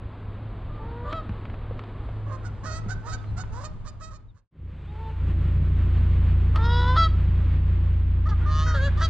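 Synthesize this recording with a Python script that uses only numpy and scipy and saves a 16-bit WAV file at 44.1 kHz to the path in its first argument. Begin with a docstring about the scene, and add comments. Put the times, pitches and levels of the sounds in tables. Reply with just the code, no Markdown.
"""Geese honk over an open field in wind and rustle, with a distant drone, small birds and a few small knocks.
The field fades to nothing and a canal fades in, aboard a boat whose diesel chugs as water washes the hull.
More geese call: drawn notes and honks, a long call winding up, then a rattle, a yodel and a last honk.
Goose voices are buzzing membranes through throat and beak resonances; the engine is a stack of exhaust
tones with throbbing clatter; air and water are coloured noise; knocks are damped rings with cracks."""
import sys
import numpy as np
from scipy import signal
from scipy.fft import rfft, irfft, next_fast_len
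from scipy.io import wavfile
from scipy.ndimage import map_coordinates

SR = 44100
rng = np.random.default_rng(int(sys.argv[2]) if len(sys.argv) > 2 else 0)


def int16_out(signal):
    """Quantize to a 16-bit WAV file."""
    q = np.round(np.clip(np.atleast_2d(signal).T, -1, 1) * 32767)
    wavfile.write(sys.argv[1], SR, q.astype(np.int16))


N = 400869
TIME = np.arange(N) / SR

# Honks: goose, start_s, length_s, pitch_hz, sag (share of pitch), hoarse_s, throat_hz,
# level_db and treble_db (both before trims), catch_s (rough catch ahead of the start)
HONK_NOTES = [("far", 1.12, .095, 664, .045, .015, 1270, -35.5, -18, .08),
              ("near", 2.295, .065, 618, 0.019, .03, 1100, -47.5, -23, 0.044),
              ("near", 2.44, 0.046, 738, .05, .015, 1450, -48.5, -11, 0.014),
              ("near", 2.645, 0.155, 628, -0.031, 0.016, 1450, -44, -5.5, 0.016),
              ("near", 2.897, .042, 785, 0.056, .02, 1520, -41, -7.5, .02),
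              ("near", 3.075, 0.057, 650, .02, .02, 1330, -44, -6.5, .025),
              ("near", 3.122, .036, 780, .04, 0.018, 1520, -42.5, -3, 0.014),
              ("near", 3.39, 0.031, 778, .04, .015, 1300, -42.5, -5, .03),
              ("near", 3.632, 0.047, 616, 0.0091, 0.019, 1100, -43, -6.5, .04),
              ("near", 3.858, .042, 616, 0, 0.021, 1230, -43, -7, .018),
              ("near", 4.005, 0.094, 645, .01, 0.0085, 1290, -41, -8, .012),
              ("near", 4.128, 0.044, 606, 0, .02, 1240, -43.5, -5, 0.017),
              ("near", 4.355, 0.047, 560, 0.024, 0.035, 1260, -47.5, -5, .015),
              ("takeoff", 6.962, .11, 667, 0.018, .012, 1345, -21, -10, .012),
              ("landing", 9.01, .058, 664, 0.015, 0.027, 1390, -30, -7.5, 0.041)]
# Drawn notes: goose, start_s, length_s, mid_pitch_hz, rise (share of pitch), throat_hz,
# level_db and treble_db (both before trims), rasp (0-1)
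DRAWN_NOTES = [("far", .69, .14, 600, -.03, 1200, -49.5, -38, .12),
               ("far", .79, .33, 473, .16, 800, -44, -36.5, .064),
               ("far", 4.87, .13, 424, .12, 880, -52.5, -24, .25),
               ("far", 4.985, .14, 446, -.02, 900, -44.5, -24, .2),
               ("near", 2.305, 0.059, 532, -.03, 1060, -45.5, -20, .15),
               ("near", 2.628, 0.033, 535, -.08, 1070, -46.5, -22, .3),
               ("near", 2.665, 0.063, 718, -.05, 1440, -49, -15, .15),
               ("near", 3.025, .065, 463, .2, 850, -48.5, -23, 0.33),
               ("near", 3.51, .095, 478, .2, 1000, -46, -13.5, 0.55),
               ("near", 4.1, 0.024, 620, .03, 1240, -41, -10.5, .5),
               ("takeoff", 6.545, .035, 628, .11, 1100, -32, -18.5, 0.45),
               ("landing", 8.254, .028, 622, .13, 1250, -36.5, -27, .2),
               ("landing", 8.283, 0.033, 438, -.02, 1080, -41.5, -15, .4),
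               ("landing", 8.31, 0.029, 412, -.07, 1230, -36.5, -25, .2),
               ("landing", 8.41, 0.055, 480, 0.055, 1430, -46.5, -29, .45),
               ("landing", 8.66, .07, 490, -0.054, 1450, -35.5, -34, 0.62),
               ("landing", 8.735, 0.035, 463, -0.055, 1380, -34.5, -20, .12)]
# Long calls that change voice: time_s, pitch_hz, level_db, treble_db (before trim), rasp (0-1), split (0-1)
WIND_UP_CURVE = [(6.578, 450, -34.5, -20, 0.25, 0), (6.618, 448, -33, -16, 0.2, 0),
                 (6.64, 465.7, -32, -9, 0.1, 0.2), (6.72, 479, -29.5, -10, .06, 0.22),
                 (6.8, 486.7, -28.5, -11, .06, 0.08), (6.825, 488, -30, -12, .08, 0.4),
                 (6.875, 496, -28.5, -12, .08, 0.3), (6.9, 501, -27.5, -13, .06, 0.07),
                 (6.94, 507, -29, -11, .06, 0), (6.965, 523, -28.5, -8, 0.36, 0.03)]
RATTLE_CURVE = [(8.455, 597, -37, -13, 0.067, 0), (8.495, 607, -34, -14, .05, 0.26),
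                (8.525, 613, -35, -12, 0.067, 0.87), (8.62, 623, -32.5, -8.5, 0.065, 0.94),
                (8.65, 631, -33.5, -11.5, .05, 0.0013), (8.7, 631, -33, -10.5, .05, 0),
                (8.76, 614, -40, -10, .1, 0.056)]
YODEL_CURVE = [(8.74, 583, -32, -8, .3, .7), (8.765, 556, -32.5, -10, .15, 0.5),
               (8.798, 520, -33.5, -18, 0.066, 0), (8.825, 547, -32, -13.5, .06, 0),
               (8.86, 569, -30, -10.5, 0.055, 0), (8.88, 557, -33, -12, .2, 0.37),
               (8.895, 528, -38, -14, .25, 0.1)]
# Upper resonances of windpipe and beak: frequency_hz, relative gain_db
FAR_RESONANCES = [(2000, -15.5), (2600, -3.5), (3300, 2.5), (4000, -0.5), (4600, -7), (5400, -22.5),
                  (6500, -29), (7200, -20), (9500, -39.5)]
NEAR_RESONANCES = [(2000, -15.5), (2550, -4.5), (3200, -9), (3850, -2.5), (4500, -0.5), (5200, -2),
                   (7000, 0), (7800, -8), (8500, -13.5), (11000, -49)]
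TAKEOFF_RESONANCES = [(2350, -30), (2650, -14.5), (3300, 5), (3950, 0), (4600, -1.5), (5300, -9.5),
                      (5900, -23), (6600, -19.5), (7300, -29.5), (8500, -36), (9300, -42.5), (12000, -49)]
LANDING_RESONANCES = [(2300, -27.5), (2850, -5), (3400, 1.5), (4000, -5), (4600, -1), (5200, -11),
                      (6000, -9), (6700, -13), (7400, -17), (8200, -32), (9500, -27.5), (11000, -52)]
WIND_UP_RESONANCES = [(2350, -41), (2900, -9), (3400, 2), (3850, 2), (4350, -16.5), (4800, -8.5),
                      (5300, -10.5), (5800, -26.5), (6700, -28.5), (8000, -42), (9300, -46)]
RATTLE_RESONANCES = [(2300, -18), (2850, -0.5), (3400, 2), (4000, -2.5), (4500, -1.5), (5100, -5.5),
                     (5700, -3), (6300, -4), (6900, -11.5), (7600, -19), (8300, -32), (8900, -27),
                     (11000, -48)]
YODEL_RESONANCES = [(2300, -36), (2850, -5), (3400, 0), (4000, -5), (4600, -4), (5100, -16), (5700, -21),
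                    (6200, -17), (6800, -10.5), (7400, -18), (8200, -34), (9500, -29), (11000, -50)]
# Echoes from banks and trees: delay_s, level_db (before trim)
ECHO_TAPS = [(.021, -25), (0.046, -22.5), (.083, -29.5)]
# Boat engine: time_s, exhaust level_db (before trim)
ENGINE_CURVE = [(4.56, -51), (4.63, -34.5), (4.77, -38), (5.15, -30), (5.23, -22), (6.21, -18), (9.05, -21),
                (9.09, -22)]
# Exhaust tones: multiple of the firing rate, relative level_db
EXHAUST_TONES = [(1, -6), (2, 1.5), (3, 2), (4, -15.5), (5, -14), (6, -26), (7, -26.5), (8, -29.5),
                 (9, -29.5), (10, -38), (11, -41), (12, -31)]
# Around the boat: time_s, clatter_db, wash_db (before trim)
BOAT_CURVE = [(4.6, -47.5, -53.5), (5.15, -42, -51.5), (5.3, -33.5, -49), (6.0, -34, -46),
              (7.3, -34.5, -46.5), (8.1, -40, -51.5), (8.5, -39, -48.5), (9.09, -39.5, -43.5)]
# Breeze aboard: time_s, level_db
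BREEZE_CURVE = [(7.4, -54), (8.42, -49), (8.48, -40), (9.09, -45)]
# Small knocks and bumps: start_s, level_db, ring_hz, crack_db (relative to the ring), top_hz of the knock
KNOCK_HITS = [(1.128, -28, 310, -1, 3970), (1.293, -24.5, 204, -16, 3000), (1.454, -33.5, 1310, -6, 3200),
              (1.499, -35, 910, -6, 2800), (1.541, -35.5, 700, -3.5, 2500), (1.710, -25.5, 507, -29, 3000),
              (1.793, -30, 1150, -7.5, 4000), (1.837, -32.5, 990, -8, 3500), (2.089, -35.5, 700, -10, 2500),
              (2.862, -26.5, 201, -26, 2500), (3.242, -38, 1210, -9, 3000), (3.437, -33, 1010, -16, 3000),
              (6.559, -32, 1307, 4, 13000)]
# Small birds far off: start_s, length_s, from_hz, to_hz, level_db
CHIRP_NOTES = [(0.73, 0.041, 3400, 4600, -76), (0.872, 0.065, 3900, 4560, -77),
               (3.165, .055, 3200, 3550, -67), (3.23, 0.11, 3950, 3900, -73),
               (4.274, 0.049, 3800, 3300, -75), (4.847, 0.085, 3000, 3870, -69)]
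# Over the field: time_s, rustle_db, drone_db
FIELD_CURVE = [(0, -47, -39.5), (1.3, -44.5, -39), (2.05, -45.5, -38), (2.2, -46.5, -32.5), (2.9, -49, -36),
               (3.45, -50, -39)]
# Noise colours: frequency_hz, relative gain_db
WIND_COLOUR = [(18, 6), (45, 7), (75, 6.5), (120, -2), (180, -5), (250, -18.5), (400, -37.5)]
RUSTLE_COLOUR = [(220, 3.5), (480, -3), (700, -6.5), (1100, -7), (1800, -16), (2600, -20.5), (3800, -25.5),
                 (4700, -34.5), (5600, -54), (8000, -47), (10400, -73)]
HISS_COLOUR = [(3500, -5), (4500, 0), (6000, -6), (8000, -4.5), (9500, -20.5)]
CLATTER_COLOUR = [(110, -1.5), (155, 1), (205, -13.5), (280, -14.5), (355, -17), (430, -23.5), (600, -29)]
WASH_COLOUR = [(330, -12), (500, -3), (700, -7), (1070, -4), (1600, -7.5), (2600, -11.5), (3500, -16.5),
               (4600, -26), (5500, -37), (8000, -36.5), (10400, -61)]
CRACK_COLOUR = [(400, -3.5), (1200, 1), (3000, -4), (4500, -13), (6000, -25), (10000, -33.5), (13000, -53)]

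# goose voice
TOP_HARMONIC_HZ = 12500
HOLLOW_HZ = 2080  # the throat's response drops away above here
HOARSE_WIDENS = 1.6  # rasp blurs the throat resonance
SPLIT_SWING = 0.3  # radians by which a split voice pulls its cycles out of step
# the catch: pitch and rise as shares of the honk's pitch, rasp 0-1
CATCH_PITCH, CATCH_RISE, CATCH_RASP, CATCH_OVERLAP_S = 0.91, 0.08, 0.65, 0.016
CATCH_SWELL_DB, HONK_SWELL_DB = 3, -3  # from the middle of a note to its end
HONK_SCOOP, SCOOP_S = 0.015, 0.008  # scoop up to pitch, as a share of pitch
HONK_RASP, HONK_SPLIT = 0.55, 0.7  # extra rasp and split in the hoarse start
GLIDE_EVEN = 0.6  # steady share of a drawn glide; the rest comes at the ends
GLIDE_ARCH = 0.01  # droop of both ends, as a share of pitch
SWELL_DB_PER_RISE = 22.5  # loudness and pitch rise together
WIND_UP_THROAT_HZ, RATTLE_THROAT_HZ, YODEL_THROAT_HZ = 1114, 1176, 1536

# canal: fades in, and later spreads from the centre to both ears
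FIRING_HZ, FIRING_WANDER_HZ = 28.96, 0.08
CANAL_S, ENGINE_IN_S, WASH_IN_S = 4.509, 0.099, 0.42
CANAL_WIDENS_S, CANAL_WIDE_S = 7.25, 7.58

CHIRP_ARCH_HZ = 200  # each chirp bows upward in its middle

# field: spreads from the centre, then fades out
WIND_DB = -36.5
GUST_S, GUST_LENGTH_S, GUST_DB = 4.13, 0.18, 4  # one late gust
WIDENS_S, WIDE_S, WIDE_DB = 1.82, 3.56, -8
HISS_DB, HISS_IN_S, HISS_FULL_S = -74, 1.6, 2.7
FADE_OUT_S, SILENT_S, FADE_POWER = 3.43, 4.483, 1.22


def from_db(db):
    """Decibels to gain."""
    return 10 ** (np.asarray(db) / 20)


def rms_one(x):
    """Scale to unit rms."""
    return x / np.sqrt(np.mean(x ** 2) + 1e-20)


def in_time(rows):
    """Draw each column of a curve table at every sample."""
    s, *columns = np.transpose(rows)
    return [np.interp(TIME, s, c) for c in columns]


def ramp(from_s, to_s):
    """0 at the first time, 1 at the second, straight between."""
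    return np.clip((TIME - from_s) / (to_s - from_s), 0, 1)


def progress(length_s):
    """From 0 to 1 over a note."""
    return np.linspace(0, 1, int(length_s * SR))


def sine(pitch_hz):
    """A sine that follows a moving pitch."""
    return np.sin(2 * np.pi * np.cumsum(pitch_hz) / SR)


def low_pass(x, top_hz):
    """A gentle second-order treble cut."""
    return signal.sosfilt(signal.butter(2, min(top_hz, SR / 3), fs=SR, output="sos"), x)


def coloured(x, points):
    """Filter x by a drawn response, falling 36 dB per octave beyond its ends; unit rms."""
    size = next_fast_len(len(x))
    hz, db = np.transpose(points)
    f = np.maximum(np.fft.rfftfreq(size, 1 / SR), 1)
    octaves_outside = np.maximum(np.log2(hz[0] / f), 0) + np.maximum(np.log2(f / hz[-1]), 0)
    gain = from_db(np.interp(np.log(f), np.log(hz), db) - 36 * octaves_outside)
    return rms_one(irfft(rfft(x, size) * gain, size)[:len(x)])


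def drift(rate, size=N):
    """Smooth random wander with about `rate` new values a second."""
    knots = rng.standard_normal(int(size / SR * rate) + 4)
    coarse = np.arange(0, size, 16)
    wander = map_coordinates(knots, [1 + coarse / SR * rate], order=2, mode="nearest")
    return np.interp(np.arange(size), coarse, wander)


def noise(points, flicker_db, rate):
    """Coloured noise with a restless level."""
    return coloured(rng.standard_normal(N), points) * from_db(flicker_db * drift(rate))


def add(track, start, sound):
    """Mix a sound into the track at a time."""
    at = int(start * SR)
    track[at:at + len(sound)] += sound[:N - at]


def place(x, pan_db, lag_ms):
    """Pan by level (positive is left) and by a delay of the left side."""
    left = np.interp(TIME - lag_ms / 1000, TIME, x) * from_db(pan_db / 2)
    return np.array([left, x * from_db(-pan_db / 2)])


def syrinx(pitch, rasp, split, tremor, uneven_db, order, jitter=0.054):
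    """Buzzing membranes: rasp roughens cycles and adds puffs of noise; a split pulses every `order` cycles."""
    size = len(pitch)
    wobble = 1 + tremor * drift(70, size) + jitter * rasp * drift(400, size)
    phase = 2 * np.pi * np.cumsum(pitch * wobble) / SR
    swung = phase - SPLIT_SWING * split * np.sin(phase / order)
    buzz = np.zeros(size)
    for k in range(1, int(TOP_HARMONIC_HZ / pitch.max())):
        # each harmonic wavers in strength, the higher ones more
        waver = from_db(uneven_db * min(k / 10, 1) * drift(25, size))
        buzz += waver * np.cos(k * swung)
    puffs = 1.9 * rasp * rng.standard_normal(size) * (1 + np.cos(phase)) / 2
    gate = (1 + split * np.cos(phase / order)) / np.sqrt(1 + split ** 2 / 2)
    return (rms_one(buzz) + puffs) * gate


def geese(notes, beak, width_hz, fundamental_db, attack_s, release_s, treble_db, flutter_db, bloom, order,
          tremor=0.0015, uneven_db=3):
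    """The buzz rings a throat resonance beside the fundamental, and the upper windpipe and beak resonances."""
    out = np.zeros(N)
    for start, throat_hz, *controls in notes:
        # hold the last values for half the release
        hold = (0, int(release_s / 2 * SR))
        held = (np.pad(c, hold, "edge") for c in np.broadcast_arrays(*controls))
        pitch, level_db, bright_db, rasp, split = held
        t = TIME[:len(pitch)]
        source = syrinx(pitch, np.clip(rasp, 0, 1), np.clip(split, 0, 1), tremor, uneven_db, order)
        hz = np.geomspace(380, 2900, 50)
        width = width_hz * (1 + HOARSE_WIDENS * np.mean(rasp ** 2))
        resonance = 1 / np.hypot(1, (hz ** 2 - throat_hz ** 2) / (2 * hz * width))
        fundamental = from_db(fundamental_db) / (1 + ((hz - pitch.mean()) / 60) ** 2)
        # a hollow lies between the throat and the beak resonances
        response = (resonance + fundamental) / (1 + (hz / HOLLOW_HZ) ** 20)
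        throat = coloured(source, np.c_[hz, 20 * np.log10(response)])
        treble = coloured(source, beak) * from_db(bright_db + treble_db + flutter_db * drift(49, len(t)))
        attack = np.sin(np.pi / 2 * np.clip(t / attack_s, 0, 1))
        release = np.sin(np.pi / 2 * np.clip((t[-1] - t) / release_s, 0, 1)) ** 2
        # the upper harmonics need more push: they bloom in the middle of the note
        push = (np.sin(np.pi * t / t[-1]) ** 2 + 0.001) ** bloom
        add(out, start, from_db(level_db) * attack * release * (throat + push * treble))
    return out


def honks(goose, catch_db, catch_treble_db, drop, rasp):
    """A rough rising catch breaks upward into a note that starts hoarse, clears, sags or lifts, then drops."""
    notes = []
    for who, start, length, hz, sag, hoarse_s, throat_hz, level_db, bright_db, catch_s in HONK_NOTES:
        if who != goose:
            continue
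        x = 2 * progress(catch_s + CATCH_OVERLAP_S) - 1
        rising = hz * (CATCH_PITCH + CATCH_RISE * x / 2)
        catch_level = level_db + catch_db + CATCH_SWELL_DB * x
        notes.append((start - catch_s, CATCH_PITCH * throat_hz, rising, catch_level,
                      bright_db + catch_treble_db, CATCH_RASP, 0))
        along = progress(length)
        scoop = HONK_SCOOP * np.exp(-along * length / SCOOP_S)
        pitch = hz * (1 - scoop - sag * along - drop * along ** 6)
        hoarse = np.exp(-(along * length / hoarse_s) ** 4)
        honk_level = level_db + HONK_SWELL_DB * (2 * along - 1)
        notes.append((start, throat_hz, pitch, honk_level, bright_db,
                      rasp + HONK_RASP * hoarse, HONK_SPLIT * hoarse))
    return notes


def drawn(goose):
    """A drawn note glides fastest at its ends; its loudness follows its rise or fall."""
    notes = []
    for who, start, length, hz, rise, throat_hz, level_db, bright_db, rasp in DRAWN_NOTES:
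        if who != goose:
            continue
        x = 2 * progress(length) - 1
        glide = GLIDE_EVEN * x + (1 - GLIDE_EVEN) * x ** 3
        pitch = hz * (1 + rise * glide / 2 - GLIDE_ARCH * x ** 2)
        swell_db = SWELL_DB_PER_RISE * rise * x
        notes.append((start, throat_hz, pitch, level_db + swell_db, bright_db, rasp, 0))
    return notes


def long_call(rows, throat_hz):
    """One unbroken note whose pitch, effort and voice follow a curve."""
    start, end = rows[0][0], rows[-1][0]
    span = slice(int(start * SR), int(end * SR))
    return [(start, throat_hz, *(c[span] for c in in_time(rows)))]


def outdoors(x, tail_db, t60_s, echo_db, dull_hz):
    """A few dull echoes and a thin scattered tail, without the direct sound."""
    dull = low_pass(x + 1e-18, dull_hz)
    t = TIME[:SR]
    scatter = rng.standard_normal(SR) * from_db(-60 * t / t60_s) * (t > 0.008)
    response = scatter / np.linalg.norm(scatter) * from_db(tail_db)
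    for delay_s, db in ECHO_TAPS:
        response[int(delay_s * SR)] += from_db(db + echo_db)
    return signal.fftconvolve(dull, response)[:N]


def boat(lag_turns=0.15, uneven_db=0.5, throb=0.38, width_db=-7, exhaust_db=-0.07):
    """Every firing drives exhaust tones and a burst of clatter; water washes the hull and a breeze gets up."""
    engine_db, = in_time(ENGINE_CURVE)
    clatter_db, wash_db = in_time(BOAT_CURVE)
    breeze_db, = in_time(BREEZE_CURVE)
    phase = 2 * np.pi * np.cumsum(FIRING_HZ + FIRING_WANDER_HZ * drift(3)) / SR
    tones = np.zeros(N)
    for k, db in EXHAUST_TONES:
        # the silencer delays higher tones more, which smears each pulse
        lag = 2 * np.pi * lag_turns * k * k
        tones += from_db(db + uneven_db * k / 3 * drift(18)) * np.cos(k * phase - lag)
    clatter = from_db(clatter_db) * noise(CLATTER_COLOUR, flicker_db=0.5, rate=22) * (1 + throb * np.cos(phase))
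    engine = from_db(engine_db + exhaust_db) * rms_one(tones) + clatter
    mid, side = (noise(WASH_COLOUR, flicker_db=1.5, rate=20) for _ in range(2))
    breeze = from_db(breeze_db) * noise(WIND_COLOUR, flicker_db=1.5, rate=14)
    # opposite sign in each ear gives width
    spread = ramp(CANAL_WIDENS_S, CANAL_WIDE_S) * np.array([[1], [-1]])
    water = from_db(wash_db - 1.5) * (mid + from_db(width_db) * side * spread) + breeze * spread
    return ramp(CANAL_S, CANAL_S + ENGINE_IN_S) * engine + ramp(CANAL_S, CANAL_S + WASH_IN_S) * water


def knocks(ring_cycles=2.17, crack_s=0.0048):
    """Each knock is a short crack and a quickly damped ring; soft contacts sound duller."""
    out, t = np.zeros(N), TIME[:SR // 10]
    for start, level_db, ring_hz, crack_db, top_hz in KNOCK_HITS:
        ring = np.sin(2 * np.pi * ring_hz * t) * np.exp(-t * ring_hz / ring_cycles)
        crack = coloured(rng.standard_normal(len(t)), CRACK_COLOUR) * np.exp(-t / crack_s)
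        add(out, start, from_db(level_db) * low_pass(ring + from_db(crack_db) * crack, top_hz))
    return out


def birds():
    """Thin whistled sweeps, each a gliding sine under a smooth swell."""
    out = np.zeros(N)
    for start, length, from_hz, to_hz, level_db in CHIRP_NOTES:
        along = progress(length)
        pitch = from_hz + (to_hz - from_hz) * along + CHIRP_ARCH_HZ * np.sin(np.pi * along)
        add(out, start, from_db(level_db) * rms_one(np.hanning(len(pitch)) * sine(pitch)))
    return out


def field(drone_hz=104.6, waver_hz=1.58, drone_spread_db=-6, wind_spread_db=4):
    """Wind rumble, far rustle, a distant engine's wavering drone and a thin rising hiss."""
    rustle_db, drone_db = in_time(FIELD_CURVE)
    wind_db = WIND_DB + GUST_DB * np.exp(-((TIME - GUST_S) / GUST_LENGTH_S) ** 2)
    # two independent layers of each: one for the centre, one for the width
    wind = [from_db(wind_db) * noise(WIND_COLOUR, flicker_db=2.5, rate=14) for _ in range(2)]
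    rustle = [from_db(rustle_db) * noise(RUSTLE_COLOUR, flicker_db=0.6, rate=25) for _ in range(2)]
    drone = [from_db(drone_db + 2.0 * drift(13)) * rms_one(sine(drone_hz + waver_hz * drift(12)))
             for _ in range(2)]
    mid = wind[0] + rustle[0] + drone[0]
    side = from_db(wind_spread_db) * wind[1] + rustle[1] + from_db(drone_spread_db) * drone[1]
    width = from_db(WIDE_DB) * ramp(WIDENS_S, WIDE_S)
    hiss = from_db(HISS_DB) * ramp(HISS_IN_S, HISS_FULL_S) * noise(HISS_COLOUR, flicker_db=-0.5, rate=12)
    return mid + width * side * np.array([[1], [-1]]) + place(hiss, pan_db=-7, lag_ms=0.06)


def scene():
    """The field and near geese fade out before the canal fades in; far geese, birds and knocks do not fade."""
    far_notes = drawn("far") + honks("far", catch_db=-3.5, catch_treble_db=-1, drop=0.035, rasp=0.08)
    far = geese(far_notes, FAR_RESONANCES, width_hz=47, fundamental_db=-8, attack_s=0.015, release_s=0.027,
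                treble_db=0.5, flutter_db=2.5, bloom=0.42, order=4)
    near_notes = drawn("near") + honks("near", catch_db=-3, catch_treble_db=-4, drop=0.006, rasp=0.15)
    near = geese(near_notes, NEAR_RESONANCES, width_hz=96, fundamental_db=-12.5, attack_s=0.025,
                 release_s=0.033, treble_db=1.5, flutter_db=3.0, bloom=0.34, order=4, tremor=0.011)
    wind_up = geese(long_call(WIND_UP_CURVE, WIND_UP_THROAT_HZ), WIND_UP_RESONANCES, width_hz=94,
                    fundamental_db=-19.5, attack_s=0.016, release_s=0.045,
                    treble_db=1.5, flutter_db=2.0, bloom=0.3, order=6)
    takeoff_notes = drawn("takeoff") + honks("takeoff", catch_db=-7.5, catch_treble_db=2, drop=0.028, rasp=0.03)
    takeoff = wind_up + geese(takeoff_notes, TAKEOFF_RESONANCES, width_hz=89, fundamental_db=-35,
                              attack_s=0.022, release_s=0.03, treble_db=1.5, flutter_db=1.8, bloom=0.45, order=2)
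    landing_notes = drawn("landing") + honks("landing", catch_db=-8, catch_treble_db=-1, drop=0.03, rasp=0.06)
    landing = geese(landing_notes, LANDING_RESONANCES, width_hz=100, fundamental_db=-20.5, attack_s=0.0088,
                    release_s=0.018, treble_db=2.5, flutter_db=2.5, bloom=0.26, order=2)
    rattler = geese(long_call(RATTLE_CURVE, RATTLE_THROAT_HZ), RATTLE_RESONANCES, width_hz=82,
                    fundamental_db=-36, attack_s=0.012, release_s=0.032,
                    treble_db=1.0, flutter_db=1.5, bloom=0.24, order=4, tremor=0.0025)
    yodeller = geese(long_call(YODEL_CURVE, YODEL_THROAT_HZ), YODEL_RESONANCES, width_hz=76,
                     fundamental_db=-8, attack_s=0.012, release_s=0.02,
                     treble_db=1.5, flutter_db=1.0, bloom=0.3, order=2)

    far = far + outdoors(far, tail_db=-9.5, t60_s=0.37, echo_db=4.5, dull_hz=4500)
    # the near geese stand to the right; each ear gets its own reflections
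    near_echo = np.array([from_db(pan_db) * outdoors(near, tail_db=-6.0, t60_s=0.54, echo_db=3, dull_hz=3200)
                          for pan_db in (-2.5, 2.5)])
    hillside = field() + from_db(1.5) * (place(near, pan_db=-10.5, lag_ms=0.061) + near_echo)
    takeoff = takeoff + outdoors(takeoff, tail_db=-24.5, t60_s=0.52, echo_db=0, dull_hz=9000)
    bank = landing + rattler + yodeller
    bank_echo = np.array([outdoors(bank, tail_db=-12.5, t60_s=0.36, echo_db=-3, dull_hz=5000)
                          for _ in range(2)])
    canal = boat() + takeoff + place(bank, pan_db=-1.5, lag_ms=0.024) + bank_echo
    fade_out = ramp(SILENT_S, FADE_OUT_S) ** FADE_POWER
    return fade_out * hillside + canal + far + birds() + knocks()


def record(dry):
    """Cut the top steeply, 70 dB down from 14 kHz."""
    return signal.sosfilt(signal.cheby2(12, 70, 14000, fs=SR, output="sos"), dry)


dry = scene()
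out = record(dry)
int16_out(out)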